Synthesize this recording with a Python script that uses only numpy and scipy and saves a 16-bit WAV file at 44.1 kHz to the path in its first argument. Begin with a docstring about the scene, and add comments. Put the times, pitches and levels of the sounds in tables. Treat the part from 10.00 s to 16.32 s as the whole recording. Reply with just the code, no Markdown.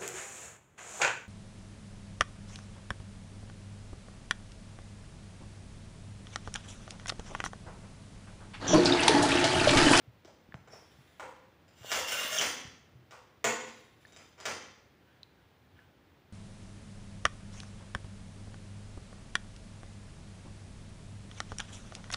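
"""A hand tile cutter scores and snaps a tile on the floor of a bare, ringing room.
Its carriage rubs and knocks along steel rails, shaped from filtered noise and dying sine waves.
The wheel scores the tile with a rain of tiny chips and squeaks; then the tile cracks and rings.
Fingers tick and bump close to the microphone, a grip shifts, and quiet air noise with a low drone runs on.
Levels in the tables are starting levels: scene() mixes them and record() colours the result."""
import sys
import numpy as np
from scipy import signal
from scipy.fft import rfft, irfft
from scipy.io import wavfile
from scipy.ndimage import uniform_filter1d

SR = 44100
rng = np.random.default_rng(int(sys.argv[2]) if len(sys.argv) > 2 else 0)


def dump_mix(stems):
    """Bounce the given channels to the path in sys.argv[1] as a 16-bit WAV at rate SR."""
    frames = np.atleast_2d(stems).T  # one column per channel
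    limited = np.clip(frames, -1, 1)  # hard clip at full scale
    pcm = np.round(limited * 32767).astype(np.int16)
    wavfile.write(sys.argv[1], SR, pcm)


N = 278893  # length in samples


def amp(db):
    """Turns decibels into gain."""
    return 10 ** (np.asarray(db) / 20)


def unit(x):
    """Scales a sound to energy 1."""
    return x / np.sqrt(np.sum(x ** 2) + 1e-20)


def read(points, hz):
    """Reads a table of (Hz, value) between its rows, on a log-frequency axis."""
    f, value = np.transpose(points)
    return np.interp(np.log(hz + 1), np.log(f + 1), value)


def add(mix, s, sound):
    """Mixes a sound in at time s in seconds."""
    part = mix[round(s * SR):][:len(sound)]
    part += sound[:len(part)]


def since(s):
    """Seconds since time s, for every sample."""
    return np.arange(N) / SR - s


def swell(middle_s, half_length_s):
    """A smooth bell of height 1."""
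    return np.exp(-(since(middle_s) / half_length_s) ** 2)


def drift(rate_hz):
    """Random wandering of rms 1, smoothed so that it moves up to about the given rate."""
    hz = np.fft.rfftfreq(N, 1 / SR)
    smooth = irfft(rfft(rng.standard_normal(N)) * np.exp(-(hz / rate_hz) ** 2), N)
    return unit(smooth) * np.sqrt(N)


def friction(hz, width):
    """Random slips heard through one resonance, rms 1; centre and width in Hz."""
    r = np.exp(-np.pi * width / SR)
    resonance = [1, -2 * r * np.cos(2 * np.pi * hz / SR), r * r]
    slips = signal.lfilter([1, 0, -1], resonance, rng.standard_normal(N))
    return unit(slips) * np.sqrt(N)


def causal(gain):
    """The most compact causal response that has this gain around the full frequency circle."""
    return np.fft.ifft(np.exp(np.conj(signal.hilbert(np.log(gain + 1e-9))))).real


def colour(points, tilt_db=0, size=2048):
    """A short response of energy 1 with the table's spectrum, tilted in dB per octave."""
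    hz = abs(np.fft.fftfreq(size, 1 / SR))
    octaves = np.log2(np.clip(hz, 700, 9000) / 2000)
    return unit(causal(amp(read(points, hz) + tilt_db * octaves)))


def ring(modes, split=.0012, rise_cycles=0.16, count=2):
    """A sum of dying sines; with count above 1 each mode is a cluster of close partials that beat."""
    t = np.arange(SR * 3 // 4) / SR
    out = np.zeros(len(t))
    for hz, db, t60 in modes:
        partials = hz * (1 + split * rng.uniform(-1.05, 1, count))
        phases = rng.random((count, 1))  # in turns
        waves = np.sin(2 * np.pi * (np.outer(partials, t) + phases)).sum(0)
        rise = 1 - np.exp(-t * hz / rise_cycles)
        decay = np.exp(-np.log(1000) * t / t60)  # down 60 dB after t60
        out += amp(db) * unit(waves * rise * decay)
    return out


def rattle(length, size=4096):
    """A quick dying run of micro-contacts; its spectrum is evened out before a last fade."""
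    fade = np.exp(-np.arange(size) / SR / length)
    z = rfft(rng.standard_normal(size) * fade)
    even = irfft(z / (abs(z) + 1e-12))
    return unit(even * np.sqrt(fade))


def blow(db, length, body, modes):
    """A rattle excites a broad body and its ringing modes; db is the rms over 50 ms."""
    response = modes.copy()
    add(response, 0, body)
    return amp(db) * np.sqrt(SR / 20) * unit(signal.fftconvolve(rattle(length), response))


def touches(rows, rise_cycles):
    """Dull, heavily damped pings of a hand-held case."""
    out, t = np.zeros(N), np.arange(SR // 4) / SR
    for s, db, hz, t60 in rows:
        shape = (1 - np.exp(-t * hz / rise_cycles)) * np.exp(-np.log(1000) * t / t60)
        add(out, s, amp(db) * np.sin(2 * np.pi * hz * t) * shape / shape.max())
    return out


# Colour of the steady air noise. Each row: frequency in Hz, relative strength in dB per Hz.
AIR_COLOUR = [(15, -56.5), (25, -34.5), (36, -18.5), (86, -6), (235, -12), (342, -12.5), (620, -17.5),
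              (749, -18.5), (1280, -22.5), (1470, -22), (1870, -23), (2890, -27), (3490, -28),
              (8270, -43.5), (15800, -47.5)]
AIR_DB = -64
# the low drone wavers, and swells once
DRONE_HZ, DRONE_WIDTH_HZ, DRONE_DB, DRONE_WAVER_DB = 88, 21, -76, 3
DRONE_SWELL_S, DRONE_SWELL_LENGTH_S, DRONE_SWELL_DB = 5.71, 0.21, 14


def hush():
    """Coloured noise for room air and microphone hiss, plus a low drone of narrow noise."""
    hz = np.fft.rfftfreq(N, 1 / SR)
    air = irfft(rfft(rng.standard_normal(N)) * amp(read(AIR_COLOUR, hz)), N)
    drone_swell_db = DRONE_SWELL_DB * swell(DRONE_SWELL_S, DRONE_SWELL_LENGTH_S)
    drone_db = DRONE_DB + DRONE_WAVER_DB * drift(2) + drone_swell_db
    drone = friction(DRONE_HZ, DRONE_WIDTH_HZ) * amp(drone_db)
    return amp(AIR_DB) * unit(air) * np.sqrt(N) + drone


# Soft bumps of the hand. Each row: start in seconds, peak in dB, pitch in Hz, seconds to fall 60 dB.
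HAND_BUMPS = [(.076, -45, 112, .1), (.251, -45.5, 356, .052), (.489, -45, 200, .016),
              (.545, -37, 141, .045), (.605, -57, 110, .1), (.985, -52, 137, 0.14),
              (1.81, -46.5, 110, .075), (1.846, -35, 598, .0088), (2.247, -42.5, 260, .025),
              (2.65, -42, 148, .032), (2.675, -44, 113, .026), (2.952, -50, 126, .2)]


def bumps():
    """The hand bumps softly: mostly low pings that die quickly."""
    return touches(HAND_BUMPS, rise_cycles=0.187)


# Ringing of the steel rails. Each row: pitch in Hz, energy in dB, seconds to fall 60 dB.
RAIL_MODES = [(250, -23.5, .35), (1260, -10, 0.25), (1406, -23, .3), (2250, -20, .3), (2273, -25.5, 0.13),
              (2826, -14, 0.22), (3130, -9, .15), (3410, -23, 0.22), (4620, -27.5, 0.33),
              (5050, -25.5, 0.26), (5570, -23, 0.39), (6330, -10.5, 0.405), (6370, -26, 0.34),
              (7230, -18.5, 0.64), (9060, -15, 0.29), (10200, -29, 0.23), (13930, -41, 0.359)]


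def rail_ring():
    """Struck rails ring in many pitches, each a pair of close partials that beat."""
    return ring(RAIL_MODES)


# Short clinking of the lever. Each row: pitch in Hz, energy in dB, seconds to fall 60 dB.
LEVER_MODES = [(4940, -7, 0.011), (6080, -10, 0.021), (7060, -7.5, .015), (7880, -16, .015),
               (8600, -20.5, .015)]


def lever_ring():
    """The lever clinks in a few high pitches that die within hundredths of a second."""
    return ring(LEVER_MODES, count=1)


# Broad colour of the cutter's frame. Each row: frequency in Hz, relative strength in dB per Hz.
FRAME_COLOUR = [(53, -51), (90, -8.5), (188, -16.5), (228, -5), (296, -7.5), (578, -1.5), (1150, -5.5),
                (1340, -1.5), (1630, -5), (2110, -4), (4130, -12.5), (5970, -11.5), (9010, -27.5),
                (9610, -35.5), (15800, -42.5)]
# The carriage knocks against rails, tile edge and end stops; the row at 0.547 s is a faint knock # that lends
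# the finger tick at 0.543 s its ring in the room. Each row: start in seconds, level in dB, # rattle length in
# seconds, brightness in dB per octave.
CARRIAGE_CLUNKS = [(0.2486, -59, 0.00072, 0), (0.277, -56, 0.0047, -16), (0.547, -58.5, 0.0043, -4.5),
                   (0.6746, -55.5, 0.0052, -5), (0.729, -52, 0.018, -5.5), (1.9174, -30.5, 0.0021, 1.5),
                   (2.398, -38.5, .012, -3.5), (2.4114, -29, 0.0079, 2), (3.109, -55, 0.0047, 1.5),
                   (4.197, -60, 0.004, -2.5), (4.379, -50.5, 0.11, -2), (4.4544, -34.5, 0.0066, 2.5),
                   (4.467, -37.5, 0.014, -3.5)]
# the rails' share at a hard knock, and how many dB that share changes per dB of force
HARD_KNOCK_DB, RAIL_RING_DB, RING_GROWTH = -35.5, -10, .55
CLUNK_LEVER_DB = -14.5


def clunks(steel, lever):
    """Metal parts meet: frame, rails and lever sound, and harder knocks ring the rails more."""
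    out = np.zeros(N)
    for s, db, length, tilt_db in CARRIAGE_CLUNKS:
        rail_db = RAIL_RING_DB + RING_GROWTH * (db - HARD_KNOCK_DB)
        modes = amp(rail_db) * steel + amp(CLUNK_LEVER_DB) * lever
        add(out, s, blow(db, length, colour(FRAME_COLOUR, tilt_db), modes))
    return out


# Dry ticks close to the microphone. Each row: start in seconds, peak in dB, pitch in Hz,
# seconds to fall 60 dB.
FINGER_TICKS = [(.523, -41, 1720, 0.011), (.543, -26.5, 1270, 0.0011), (4.0513, -43.5, 1770, 0.02),
                (4.057, -52, 4330, 0.0067), (5.232, -35.5, 4000, 0.0085), (5.7908, -48, 1702, .019)]


def ticks():
    """Fingers tick: short pings, higher than most of the bumps."""
    return touches(FINGER_TICKS, rise_cycles=0.22)


# Pulls of the carriage back along the rails. Each row: start in seconds, length in seconds,
# rub level in dB, whine level in dB, whine pitch in Hz at top speed.
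CARRIAGE_PULLS = [(0.669, 0.69, -62, -83, 3640), (3.575, .42, -60.5, -71, 3950),
                  (3.987, 0.4, -64, -71.5, 3775)]
PULL_PEAK = 0.27  # share of a pull after which the carriage is fastest
RUB_GROWTH = 0.57  # the rub's gain goes with speed to this power
WHINE_SLOW_HZ = 3300
# the bushings whistle as the carriage first breaks free
WHISTLE_S, WHISTLE_DB, WHISTLE_RISE_DB_PER_S, WHISTLE_FALL_DB_PER_S = 0.724, -54.5, 695, 183


def speed(start, length):
    """Carriage speed 0-1 in one pull: it gathers quickly and runs out slowly."""
    progress = np.interp(since(start) / length, [0, PULL_PEAK, 1], [0, .5, 1])
    return np.maximum(np.sin(np.pi * progress), 0)


def whine(width_hz=45, waver=0.0043):
    """A dry bushing's fuzzy stick-slip tone rises and grows with the carriage's speed."""
    pitch, gain = WHINE_SLOW_HZ, 0
    for start, length, _, db, top_hz in CARRIAGE_PULLS:
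        pace = speed(start, length)
        pitch = pitch + (top_hz - WHINE_SLOW_HZ) * pace
        gain = gain + amp(db) * pace
    turns = np.cumsum(pitch * (1 + waver * drift(40.7))) / SR
    return np.sqrt(2) * drift(width_hz) * np.sin(2 * np.pi * turns) * gain


def glide():
    """The bushings rub along the rails, louder with speed, whine, and whistle as they break free."""
    rub = friction(1570, 1340) + amp(-7.0) * friction(3400, 400)
    rub += amp(-17) * friction(7330, 300) + amp(-14.5) * friction(10220, 110)
    rubbing = sum(amp(db) * speed(start, length) ** RUB_GROWTH for start, length, db, _, _ in CARRIAGE_PULLS)
    flutter = amp(3.9 * drift(30) - 8)
    t = since(WHISTLE_S)
    whistling = amp(WHISTLE_DB + np.minimum(WHISTLE_RISE_DB_PER_S * t, -WHISTLE_FALL_DB_PER_S * t))
    return flutter * rub * rubbing + friction(5430, 270) * whistling + whine()


# Colour of the padded bed under the tile. 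Each row: frequency in Hz, relative strength in dB per Hz.
THUD_COLOUR = [(180, -30), (300, -9), (410, -17), (510, 0.5), (630, -7.5), (876, -3.5), (1100, -1),
               (1750, -7.5), (2200, -12.5), (4300, -25), (8300, -25), (10500, -43), (15800, -47.5)]
# Ringing of the bed. Each row: pitch in Hz, energy in dB, seconds to fall 60 dB.
BED_MODES = [(518.6, -3.5, 0.064), (963, -12, .16)]
# Wheel or breaker foot settles on the tile. Each row: start in seconds, level in dB,
# contact length in seconds, bed ring in dB.
TILE_THUDS = [(1.197, -42, 0.0054, -5.5), (1.229, -47, 0.0059, 8), (1.959, -37, 0.017, 3.5),
              (3.123, -52, .0053, -17), (3.136, -57, 0.017, 4)]


def thuds():
    """Wheel or breaker foot settles on the tile and thuds its padded bed."""
    out, bed = np.zeros(N), ring(BED_MODES, count=1)
    for s, db, length, bed_db in TILE_THUDS:
        add(out, s, blow(db, length, colour(THUD_COLOUR), amp(bed_db) * bed))
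    return out


# The loose lever clinks in its pivot. Each row: start in seconds, level in dB.
LEVER_CLINKS = [(1.681, -65.5), (1.7783, -65.5), (1.8325, -56), (2.0857, -42), (3.681, -55.5),
                (4.07, -65.5), (4.1231, -59.5), (4.1634, -53.5), (4.402, -49.5)]
CLINK_LENGTH_S, CLINK_RAIL_DB, CLINK_LEVER_DB = 0.0011, -8.5, -2.5


def clinks(steel, lever):
    """The loose lever taps in its pivot: a very short rattle rings lever, rails and frame."""
    out = np.zeros(N)
    modes = amp(CLINK_RAIL_DB) * steel + amp(CLINK_LEVER_DB) * lever
    for s, db in LEVER_CLINKS:
        add(out, s, blow(db, CLINK_LENGTH_S, colour(FRAME_COLOUR), modes))
    return out


# the scoring stroke: pressure builds, the wheel bites, then eases along the tile until it is let go
BITE_S, LET_GO_S, STROKE_DB = 1.934, 2.46, -32
PRESS_DB_PER_S, EASE_DB_PER_S, RELEASE_DB_PER_S = 200.5, 11, 252
SKIP_FROM_S, SKIP_TO_S, SKIP_DB = 2.007, 2.073, -12.5  # the chipping briefly dips


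def pressure():
    """Gain of the scoring stroke: press, bite, ease, release, with one short skip."""
    t = since(BITE_S)
    db = STROKE_DB + np.where(t < 0, PRESS_DB_PER_S * t, -EASE_DB_PER_S * t)
    skipping = (since(SKIP_FROM_S) > 0) & (since(SKIP_TO_S) < 0)
    release_db = RELEASE_DB_PER_S * np.maximum(since(LET_GO_S), 0)
    return amp(db - release_db + SKIP_DB * skipping)


# Broad colour of the scrape. Each row: frequency in Hz, relative strength in dB per Hz.
SCRAPE_COLOUR = [(88, -31.5), (150, -9), (297, -17.5), (575, 1.5), (955, -7), (1120, 0.5), (2080, -1.5),
                 (2480, -8), (2840, 2), (4120, -9), (7250, -3), (8470, -16.5), (13500, -18), (14900, -27),
                 (15800, -23.5)]
# Tones of the loaded wheel and its holder. Each row: pitch in Hz, relative energy in dB.
WHEEL_TONES = [(592.2, -66.5), (1265, -62.5), (1502, -77), (2132, -49.5), (2799, -44.5), (3542, -54),
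               (4366, -55.5), (4727, -66), (5087, -62), (5534, -47.5), (5841, -62), (6304, -48.5),
               (7133, -52), (7219, -50), (7935, -65), (9135, -53.5), (9545, -62), (9959, -65), (11036, -59),
               (11440, -69.5), (12785, -77), (14680, -66), (14788, -65.5), (15310, -70)]


def scoring(chips_per_s=1100, spread_db=3.0, chatter_db=3.5, tones_db=-5.0, tones_t60=0.069, count=6):
    """Tiny chips of glaze burst under the chattering wheel and keep its holder ringing."""
    size_db = spread_db * np.minimum(rng.exponential(1, N), 3) + chatter_db * drift(100)
    size = amp(size_db) * rng.choice([-1, 1], N)
    bursts = size * (rng.random(N) < chips_per_s / SR)
    chips = unit(bursts) * np.sqrt(N) * pressure()
    # each place along the score feeds the modes differently and has its own echoes from the tile's edges
    place = np.interp(np.arange(N) / SR, [BITE_S, LET_GO_S], [0, count - 1])
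    place = (place + rng.random(N)).astype(int)  # neighbouring places blend at random
    out, body = np.zeros(N), colour(SCRAPE_COLOUR)
    for k in range(count):
        edges = .6 * unit(rng.standard_normal(256) * np.linspace(1, 0, 256))
        edges[0] = 1  # the direct sound
        modes = [(hz, db + 2 * rng.standard_normal(), tones_t60) for hz, db in WHEEL_TONES]
        response = amp(tones_db) * unit(ring(modes, count=1))
        add(response, 0, unit(np.convolve(body, edges)))
        out += signal.oaconvolve(chips * (place == k), unit(response))[:N]
    return out


# The wheel squeaks at the tile's edge. Each row: start in seconds, length in seconds,
# start pitch in Hz, end pitch in Hz, level in dB.
WHEEL_SQUEAKS = [(2.369, 0.023, 3600, 3030, -33), (2.382, 0.0081, 7030, 5290, -22),
                 (2.382, 0.027, 3218, 2852, -31)]


def squeaks(rough=0.56):
    """Short stick-slip tones fall in pitch, with a fast random roughness in level."""
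    out = np.zeros(N)
    for s, length, start_hz, end_hz, db in WHEEL_SQUEAKS:
        hz = np.linspace(start_hz, end_hz, int(length * SR))
        tone = np.sin(2 * np.pi * np.cumsum(hz) / SR)
        add(out, s, amp(db) * tone * np.hanning(len(hz)))
    return out * (1 + rough * drift(504.5))


# Broad colour of the snap. Each row: frequency in Hz, relative strength in dB per Hz.
SNAP_COLOUR = [(41, -54), (70, -42), (145, -7.5), (190, -42), (222, -17), (335, -8), (515, -2), (577, -8.5),
               (950, -7), (1160, -8.5), (1960, -5), (3050, -10.5), (3960, -18.5), (7310, -12.5),
               (10500, -34.5), (15800, -41)]
# Ringing of the tile. Each row: pitch in Hz, energy in dB, seconds to fall 60 dB.
TILE_MODES = [(232.3, -18, 0.16), (424, -14.5, 0.19), (511, -20, 0.36), (679, -13.5, 0.18),
              (890, -14, 0.18), (918, -17.5, 0.41), (1080, -19, .2), (1300, -19, 0.59), (1483, -10, 0.11),
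              (1890, -16, 0.24), (2450, -43, 0.49), (3100, -18, 0.15), (4900, -33, .2), (6120, -16, 0.13),
              (6930, -11, 0.09), (7100, -56, 0.48), (7400, -11, 0.13)]
# The tile breaks and its halves slap the bed. Each row: start in seconds, level in dB,
# rattle length in seconds, brightness in dB per octave.
TILE_CRACKS = [(3.4423, -25.5, 0.0066, 0.32), (3.4532, -38.5, 0.00063, -4.5), (3.4628, -38, 0.0074, -5.5)]


def snap(foot_db=-11):
    """The breaker foot strikes, the crack runs along the score and the halves ring."""
    out, parts = np.zeros(N), ring(TILE_MODES) + amp(foot_db) * lever_ring()
    for s, db, length, tilt_db in TILE_CRACKS:
        add(out, s, blow(db, length, colour(SNAP_COLOUR, tilt_db), parts))
    return out


# The hand shifts its grip on the lifted piece. Each row: middle in seconds, half length in seconds,
# level in dB.
GRIP_SHIFTS = [(5.085, 0.098, -66), (5.446, .09, -69), (5.79, 0.057, -62)]


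def lift():
    """Skin shifts in little jerks on the lifted piece: narrow noise that flutters in level."""
    gripping = sum(amp(db) * swell(s, half_length) for s, half_length, db in GRIP_SHIFTS)
    skin = friction(1500, 180) + amp(-7) * friction(3000, 520)
    return skin * amp(3.4 * drift(15) - 7.5) * gripping


# How long the room rings. Each row: frequency in Hz, seconds to fall 60 dB.
ROOM_DECAY = [(80, 0.89), (250, 0.62), (700, 0.61), (2500, 0.68), (5000, 0.65), (8000, 0.51), (11000, 0.4),
              (15000, 0.35)]


def room(x, build_s=0.00093, early_db=2.5, early_s=0.0065, size=4096):
    """Bare walls: dense reflections, boosted early on, each band dying at its own speed."""
    taps = rng.standard_normal(SR) * (rng.random(SR) < 5000 / SR)  # about 5000 reflections a second
    hz, t, z = signal.stft(taps, SR, nperseg=256)
    decay = np.exp(-np.log(1000) * t / read(ROOM_DECAY, hz)[:, None])
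    tail = signal.istft(z * decay, SR, nperseg=256)[1][:SR]
    t = np.arange(SR) / SR
    tail = tail * (1 - np.exp(-t / build_s)) * amp(early_db * np.exp(-t / early_s))
    # a diffuse field favours no band: even out the energy over every 70 Hz
    power = uniform_filter1d(abs(np.fft.fft(tail, 16 * size)) ** 2, 104, mode="wrap")[::16]
    tail = signal.fftconvolve(tail, causal(1 / np.sqrt(power)))
    return signal.fftconvolve(x, unit(tail))[:N]


def scene():
    """The cutter is heard directly and through the room; touches at the microphone barely wake the room."""
    steel, lever = rail_ring(), lever_ring()
    hits = clunks(steel, lever) + clinks(steel, lever) + thuds()
    crack, squeal = snap(), squeaks()
    rubbing = scoring() + glide() + lift()
    tick, bump = ticks(), bumps()
    direct = amp(-9.0) * hits + amp(-6.0) * rubbing + amp(-9.0) * crack + amp(3.0) * squeal + tick + bump
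    to_room = hits + crack + rubbing + amp(3.5) * squeal + amp(-16) * tick + amp(-6.0) * bump
    walls = amp(-1.56) * room(to_room)
    return np.tile(direct + walls + hush(), (2, 1))  # the same sound on both channels


def record(dry, port_hz=15000, port_width=550, port_db=13.5, low_cut_hz=48, edge_hz=15650):
    """The microphone sheds deep bass and its port boosts the top of the band; then the band limit."""
    hz = np.fft.rfftfreq(N, 1 / SR)
    port = amp(port_db * np.exp(-((hz - port_hz) / port_width) ** 2))
    heard = irfft(rfft(dry) * port, N)
    heard = signal.sosfilt(signal.butter(3, low_cut_hz, "highpass", fs=SR, output="sos"), heard)
    band_limit = signal.firwin(511, edge_hz, window=("kaiser", 9), fs=SR)
    return signal.oaconvolve(heard, band_limit[None], "same")


dry = scene()
out = record(dry)
dump_mix(out)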